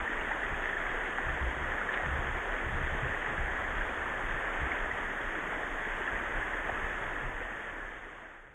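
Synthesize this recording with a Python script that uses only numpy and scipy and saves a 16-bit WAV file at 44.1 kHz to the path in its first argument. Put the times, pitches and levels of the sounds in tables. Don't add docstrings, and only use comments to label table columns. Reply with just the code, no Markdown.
import sys
import numpy as np
from scipy import signal
from scipy.fft import rfft, irfft, next_fast_len
from scipy.io import wavfile
from scipy.ndimage import uniform_filter1d

SR = 44100
rng = np.random.default_rng(int(sys.argv[2]) if len(sys.argv) > 2 else 0)


def wav_record(signal):
    frames = np.transpose(np.atleast_2d(signal))
    bounded = np.clip(frames, -1, 1)
    quanta = np.round(bounded * 32767).astype(np.int16)
    wavfile.write(sys.argv[1], SR, quanta)


def volts_from_decibels(level):
    exponent = np.asarray(level, float) / 20
    return 10 ** exponent


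N = 376613
TIME = np.arange(N) / SR
PAD = next_fast_len(N + SR)

# frequency in Hz, level in dB per Hz.
HOUSING = [(55, -31), (100, -21), (190, -11), (330, -7.5), (1100, -7), (1400, -6), (1760, -0.5), (1950, -4),
           (2300, -13.5), (2800, -19), (3350, -21), (3700, -33.5), (4090, -50.5), (6000, -100)]
# frequency in Hz, width in Hz.
BODY = [
    (28, 12.6),
    (62, 19),
    (123, 27),
]
FADE_FROM_S, FADE_TO_S = 6.885, 8.72


def rms_one(x):
    return x / np.sqrt(np.mean(x ** 2) + 1e-20)


def at_hz(points, hz):
    table_hz, table_db = np.array(points).T
    return np.interp(np.log(hz), np.log(table_hz), table_db)


def colour(x, spectrum):
    hz = np.arange(PAD // 2 + 1) * SR / PAD + 1
    cepstrum = irfft(np.log(volts_from_decibels(at_hz(spectrum, hz))), PAD)
    cepstrum[1:PAD // 2] *= 2
    cepstrum[PAD // 2 + 1:] = 0
    response = np.exp(rfft(cepstrum))
    return irfft(rfft(x, PAD) * response, PAD)[:N]


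def drift(rate_hz):
    hop = 40
    r = np.exp(-2 * np.pi * rate_hz * hop / SR)
    noise = rng.standard_normal(N // hop + 2002)
    slow = signal.lfilter([1], [1, -2 * r, r * r], noise)[2000:]
    return np.interp(np.arange(N) / hop, np.arange(len(slow)), rms_one(slow))


def resonance(x, hz, width_hz):
    r = np.exp(-np.pi * width_hz / SR)
    return signal.lfilter([1, 0, -1], [1, -2 * r * np.cos(2 * np.pi * hz / SR), r * r], x + 1e-18)


def stream():
    # time in seconds, water level in dB.
    flow = [
        (0, -35),
        (1.2, -35.5),
        (2, -35),
        (4.2, -35.5),
        (4.7, -35),
        (5, -35.5),
        (5.9, -36),
        (6.9, -36),
        (8.54, -36),
    ]
    # middle in seconds, treble lift in dB.
    splashes = [
        (.12, 4.5),
        (.495, 1),
        (.63, 3),
        (.81, 4),
        (.9, 5),
        (1.94, 9.5),
        (4.73, -0.5),
        (7.37, -1),
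    ]
    splash_s, bright_hz = 0.013, 2340
    bubble_share_db = -5
    water = rush(patchy_db=0.87, surge_db=0.21)
    water = water + volts_from_decibels(bubble_share_db) * bubbles(spread_db=1.5, clump_db=2.0)
    water = rms_one(colour(water, HOUSING))
    high_pass = signal.butter(2, bright_hz, "high", fs=SR, output="sos")
    treble = signal.sosfiltfilt(high_pass, water)
    bright_db = sum(lift_db * np.exp(-((TIME - s) / splash_s) ** 2) for s, lift_db in splashes)
    water_db = np.interp(TIME, *np.transpose(flow))
    return volts_from_decibels(water_db) * (water + treble * (volts_from_decibels(bright_db) - 1))


def rush(patchy_db, surge_db):
    out = 0
    surge = drift(5.0)
    edges = 60 * 2 ** (np.arange(20) / 3)
    white = rng.standard_normal((2, N))
    for k, (low, high) in enumerate(zip(edges, edges[1:])):
        band_pass = signal.butter(2, [low, high], "band", fs=SR, output="sos")
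        band = signal.sosfilt(band_pass, white[k % 2])
        out = out + band * volts_from_decibels(surge_db * surge + patchy_db * drift(4.6))
    return rms_one(out)


def bubbles(spread_db, clump_db):
    births_per_s, ring_cycles = 900, 7.9
    sizes = volts_from_decibels(spread_db * np.minimum(rng.exponential(1, N), 4)) * rng.choice([-1, 1], N)
    born = rng.random(N) < births_per_s * volts_from_decibels(clump_db * drift(8.0)) / SR
    pitches = np.geomspace(280, 4200, 28)
    number = pitches ** 0.5
    dealt = rng.choice(28, N, p=number / np.sum(number))
    out = 0
    for k, hz in enumerate(pitches):
        ring = resonance(sizes * born * (dealt == k), hz, 1.95 * hz / ring_cycles)
        out = out + hz ** 0.79 * rms_one(ring) / np.sqrt(hz ** 0.5)
    return rms_one(out)


def plops():
    # start in seconds, peak behind the housing in dB, pitch in Hz.
    near = [(0.075, -21, 1900), (0.209, -33, 2760), (0.312, -26, 870), (0.317, -22, 1900),
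            (0.431, -20, 1900), (0.671, -23, 1690), (0.689, -27, 1840), (0.73, -22, 1750),
            (0.767, -21, 1740), (0.941, -31, 454), (1.184, -25, 760), (1.888, -21, 1740),
            (1.813, -21.5, 1400), (1.996, -26, 690), (3.079, -34, 2620), (3.376, -23, 1610),
            (3.811, -23.5, 1600), (3.889, -33, 2370), (4.059, -28, 1180), (4.716, -22, 2150),
            (4.911, -21, 1890), (5.522, -31, 676), (6.005, -30.5, 376), (6.075, -20.5, 1725),
            (6.084, -26, 1350), (6.533, -24, 1880), (6.693, -24.5, 655), (6.774, -27, 1270),
            (7.161, -27, 1610), (7.412, -27, 473)]
    small_count, small_db, small_spread_db = 48, -22, 2.5
    small_low_hz, small_top_hz = 2305, 4030
    cycles, pitch_rise = 1.5, 0.033
    when, size, pitch = rng.random((small_count, 3)).T
    small_hz = small_low_hz + pitch * (small_top_hz - small_low_hz)
    small_peak_db = small_db + small_spread_db * (2 * size - 1) + at_hz(HOUSING, small_hz)
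    small = zip(when * (N - 1) / SR, small_peak_db, small_hz)
    out, t = np.zeros(N + 2000), np.arange(2000) / SR
    for s, peak_db, hz in [*near, *small]:
        life = t / (0.0021 + cycles / hz / 2)
        tone = np.sin(2 * np.pi * hz * t * (1 + pitch_rise * (life / 2 - 1)))
        source_db = peak_db - at_hz(HOUSING, hz) - 5.0
        out[round(s * SR):][:2000] += volts_from_decibels(source_db) * life * np.exp(1 - life) * tone
    return colour(out[:N], HOUSING)


def ticks():
    # start in seconds, peak in dB, centre in Hz.
    clicks = [(.657, -20.5, 1800), (1.1835, -19.5, 1300), (1.949, -24, 2210), (1.974, -19.5, 1900),
              (2.061, -23, 1900), (3.046, -24, 1700), (3.262, -21, 1600), (6.06, -30, 1700),
              (6.379, -29, 1800), (6.693, -27, 780), (6.698, -23, 605)]
    out, impulse = np.zeros(N + 2000), np.arange(2000) == 0
    housing = colour(np.arange(N) == 0, HOUSING)[:2000]
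    for s, peak_db, hz in clicks:
        strike = resonance(resonance(impulse, hz, 0.8 * hz), hz, 0.8 * hz)
        shape = signal.fftconvolve(housing, strike)[:2000]
        out[round(s * SR):][:2000] -= volts_from_decibels(peak_db) * shape / np.max(np.abs(shape))
    return out[:N]


def handling():
    slips_per_s = 35.0
    slips = (rng.random(N) < slips_per_s / SR) * rng.standard_normal(N)
    out = 0
    for (hz, width_hz), level in zip(BODY, hand_levels()):
        rub = rng.standard_normal(N) + volts_from_decibels(3.0) * rms_one(slips)
        ring = resonance(resonance(rub, hz, 1.12 * width_hz), hz, 1.12 * width_hz)
        ring = rms_one(ring)
        swing = np.sqrt(uniform_filter1d(ring ** 2, int(4.0 * SR / hz)) + 0.17)
        out = out + level * rms_one(ring / swing)
    return out


def hand_levels():
    # middle in seconds, length in seconds, peak in dB.
    sways = [(0, 0.04, -33), (0.177, 0.071, -40), (0.497, 0.24, -39.5), (.93, 0.17, -38.5),
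             (1.3, 0.16, -38.5), (1.48, .08, -37), (1.698, .22, -44), (2, .15, -52), (2.2, 0.11, -38),
             (2.35, 0.07, -35.5), (2.533, .14, -41), (2.848, 0.3, -35.5), (3.144, 0.26, -49),
             (3.42, .2, -38.5), (3.78, 0.26, -38), (4.11, 0.063, -36), (4.31, 0.17, -36.5),
             (4.58, .12, -38), (4.82, 0.078, -38), (5.09, .14, -46), (5.29, 0.092, -41), (5.74, .2, -44),
             (5.94, .07, -41), (6.15, 0.12, -43), (6.38, 0.082, -38), (6.56, 0.22, -45), (6.853, 0.23, -44),
             (7.303, 0.37, -39.5), (7.898, 0.34, -41), (8.44, .1, -37)]
    # start in seconds, hold in seconds, level in dB, upper mode against it in dB.
    rubs = [(0, 0.03, -45, -22), (.23, 0.039, -51, -10), (.46, .07, -54.5, 0), (.88, .03, -60, 4),
            (1.27, .05, -40.5, -6.5), (1.42, 0.049, -34.5, -23), (1.57, 0.16, -45.5, -10),
            (2.06, 0.13, -36, -10), (2.29, 0.061, -46, -2.5), (2.67, 0.066, -38.5, -2.5),
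            (2.8, 0.14, -39, -12), (3.02, 0.054, -37.5, -6.5), (3.27, 0.049, -53, 5.5),
            (3.38, 0.1, -41.5, -12), (3.6, 0.25, -46, -12), (3.98, 0.037, -48.5, -8), (4.17, 0.15, -50, -5),
            (4.63, .02, -37.5, -14), (4.85, 0.079, -51, -5), (5.2, .04, -58, 1), (5.44, .04, -59, -3),
            (6.13, 0.17, -52, -7.5), (6.36, 0.046, -48, -2), (6.7, 0.025, -44, -23), (6.84, 0.018, -46, -8),
            (7.02, 0.078, -54.5, 0), (7.23, 0.032, -49.5, 3.5), (7.7, .15, -56.5, -3),
            (8.48, 0.045, -44, 0)]
    rest = [
        -48.5,
        -57,
        -62.5,
    ]
    attack_db_per_s, release_db_per_s, rest_wander_db = 459, 192, 1.5
    t = np.arange(0, N + 64, 64) / SR
    sway = sum(volts_from_decibels(db) * np.exp(-(2 * (t - s) / length) ** 2) for s, length, db in sways)
    lower, upper = 0, 0
    for s, held, db, upper_db in rubs:
        rise_db = attack_db_per_s * np.maximum(s - t, 0)
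        fall_db = release_db_per_s * np.maximum(t - s - held, 0)
        shape_db = db - rise_db - fall_db
        lower = lower + volts_from_decibels(shape_db)
        upper = upper + volts_from_decibels(shape_db + upper_db)
    levels = []
    for drive, rest_db in zip((sway, lower, upper), rest):
        still = volts_from_decibels(rest_db + rest_wander_db * drift(5.2))
        levels.append(np.hypot(np.interp(TIME, t, drive), still))
    return levels


def bumps():
    # start in seconds, peak in dB, upper mode share in dB.
    knocks = [(0.519, -32, -11), (1.288, -43, -9), (1.429, -26, -13), (1.57, -35, -5), (2.063, -30, -2),
              (2.27, -34, -15), (2.679, -30, -10), (2.811, -35, -5), (2.95, -25.5, -13), (3.028, -32, -2),
              (3.381, -34, -8), (4.34, -42, 3), (4.616, -36, -4), (7.009, -42, 4), (7.236, -44, -2)]
    s, peak_db, upper_db = np.transpose(knocks)
    push = signal.butter(2, 220.0, fs=SR, output="sos")
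    out = 0
    for (hz, width_hz), share_db in zip(BODY[1:], (0 * s - 6.0, upper_db)):
        clicks = np.zeros(N)
        clicks[np.round(s * SR).astype(int)] = volts_from_decibels(peak_db + share_db) * SR / (4 * np.pi * hz)
        ring = resonance(signal.sosfilt(push, clicks), hz, 0.56 * width_hz)
        out = out + 2 * np.pi * hz / SR * ring
    return out


def hiss():
    # frequency in Hz, level in dB per Hz.
    port = [(3300, -52.5), (4090, -32), (4200, -14), (4600, -16.5), (5900, -12.5), (6250, -8.5), (6470, -1),
            (7000, -7.5), (9000, -10), (9800, -13), (10400, -16.5), (11500, -14), (12800, -17.5),
            (14200, -28)]
    return volts_from_decibels(-64.3) * rms_one(colour(rng.standard_normal(N), port))


def fade(s):
    return np.clip((FADE_TO_S - s) / (FADE_TO_S - FADE_FROM_S), 1e-3, 1)


def line_gate(x):
    # frequency in Hz, threshold over the usual level in dB.
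    threshold = [(3500, -32), (3850, 3.5), (4100, 1.5), (4500, 3.5), (5200, 2), (6000, 1.5), (6350, -8),
                 (7500, -5.5), (8500, -0.5), (9500, 1.5), (10400, 3), (11500, 2.5), (13000, 2.5),
                 (14200, 2)]
    # fade in dB, limit in Hz.
    top_steps = [
        (-2.2, 13700),
        (-7, 12900),
    ]
    # start in seconds, end in seconds.
    drops = [
        (5.1, 5.33),
        (5.5, 5.7),
        (5.68, 5.3),
        (6.11, 6.3),
        (6.2, 5.8),
        (6.478, 6.95),
        (7.203, 6.5),
        (7.451, 7.7),
    ]
    drop_low_hz, drop_top_hz = 4020, 4480
    flicker_db, follows_fade = -0.5, 0.97
    frame = dict(fs=SR, window="cosine", nperseg=2048, noverlap=1024)
    hz, s, lines = signal.stft(x, **frame)
    before_fade = lines[:, s < 6]
    usual = np.sqrt(np.mean(np.abs(before_fade) ** 2, axis=1, keepdims=True))
    fade_db = 20 * np.log10(fade(s))
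    flicker = np.repeat(rng.standard_normal((65, len(s))), 16, axis=0)[:len(hz)]
    limit_db = at_hz(threshold, hz + 1)[:, None] + flicker_db * flicker + follows_fade * fade_db
    keep = np.abs(lines) > usual * volts_from_decibels(limit_db)
    for below_db, top_hz in top_steps:
        keep[np.ix_(hz > top_hz, fade_db < below_db)] = False
    quiet_band = (hz > drop_low_hz) & (hz < drop_top_hz)
    for start_s, end_s in drops:
        keep[np.ix_(quiet_band, (s > start_s) & (s < end_s))] = False
    ungated = hz[:, None] < threshold[0][0]
    return signal.istft(lines * (keep | ungated), **frame)[1][:N]


def scene():
    return (stream() + plops() + ticks() + handling() + bumps() + hiss())[None]


def top_cut(x):
    return signal.sosfilt(signal.butter(12, 14260, fs=SR, output="sos"), x)


def record(dry):
    faded = dry[0] * fade(TIME)
    mix = line_gate(faded)[None]
    return top_cut(mix)


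dry = scene()
out = record(dry)
wav_record(out)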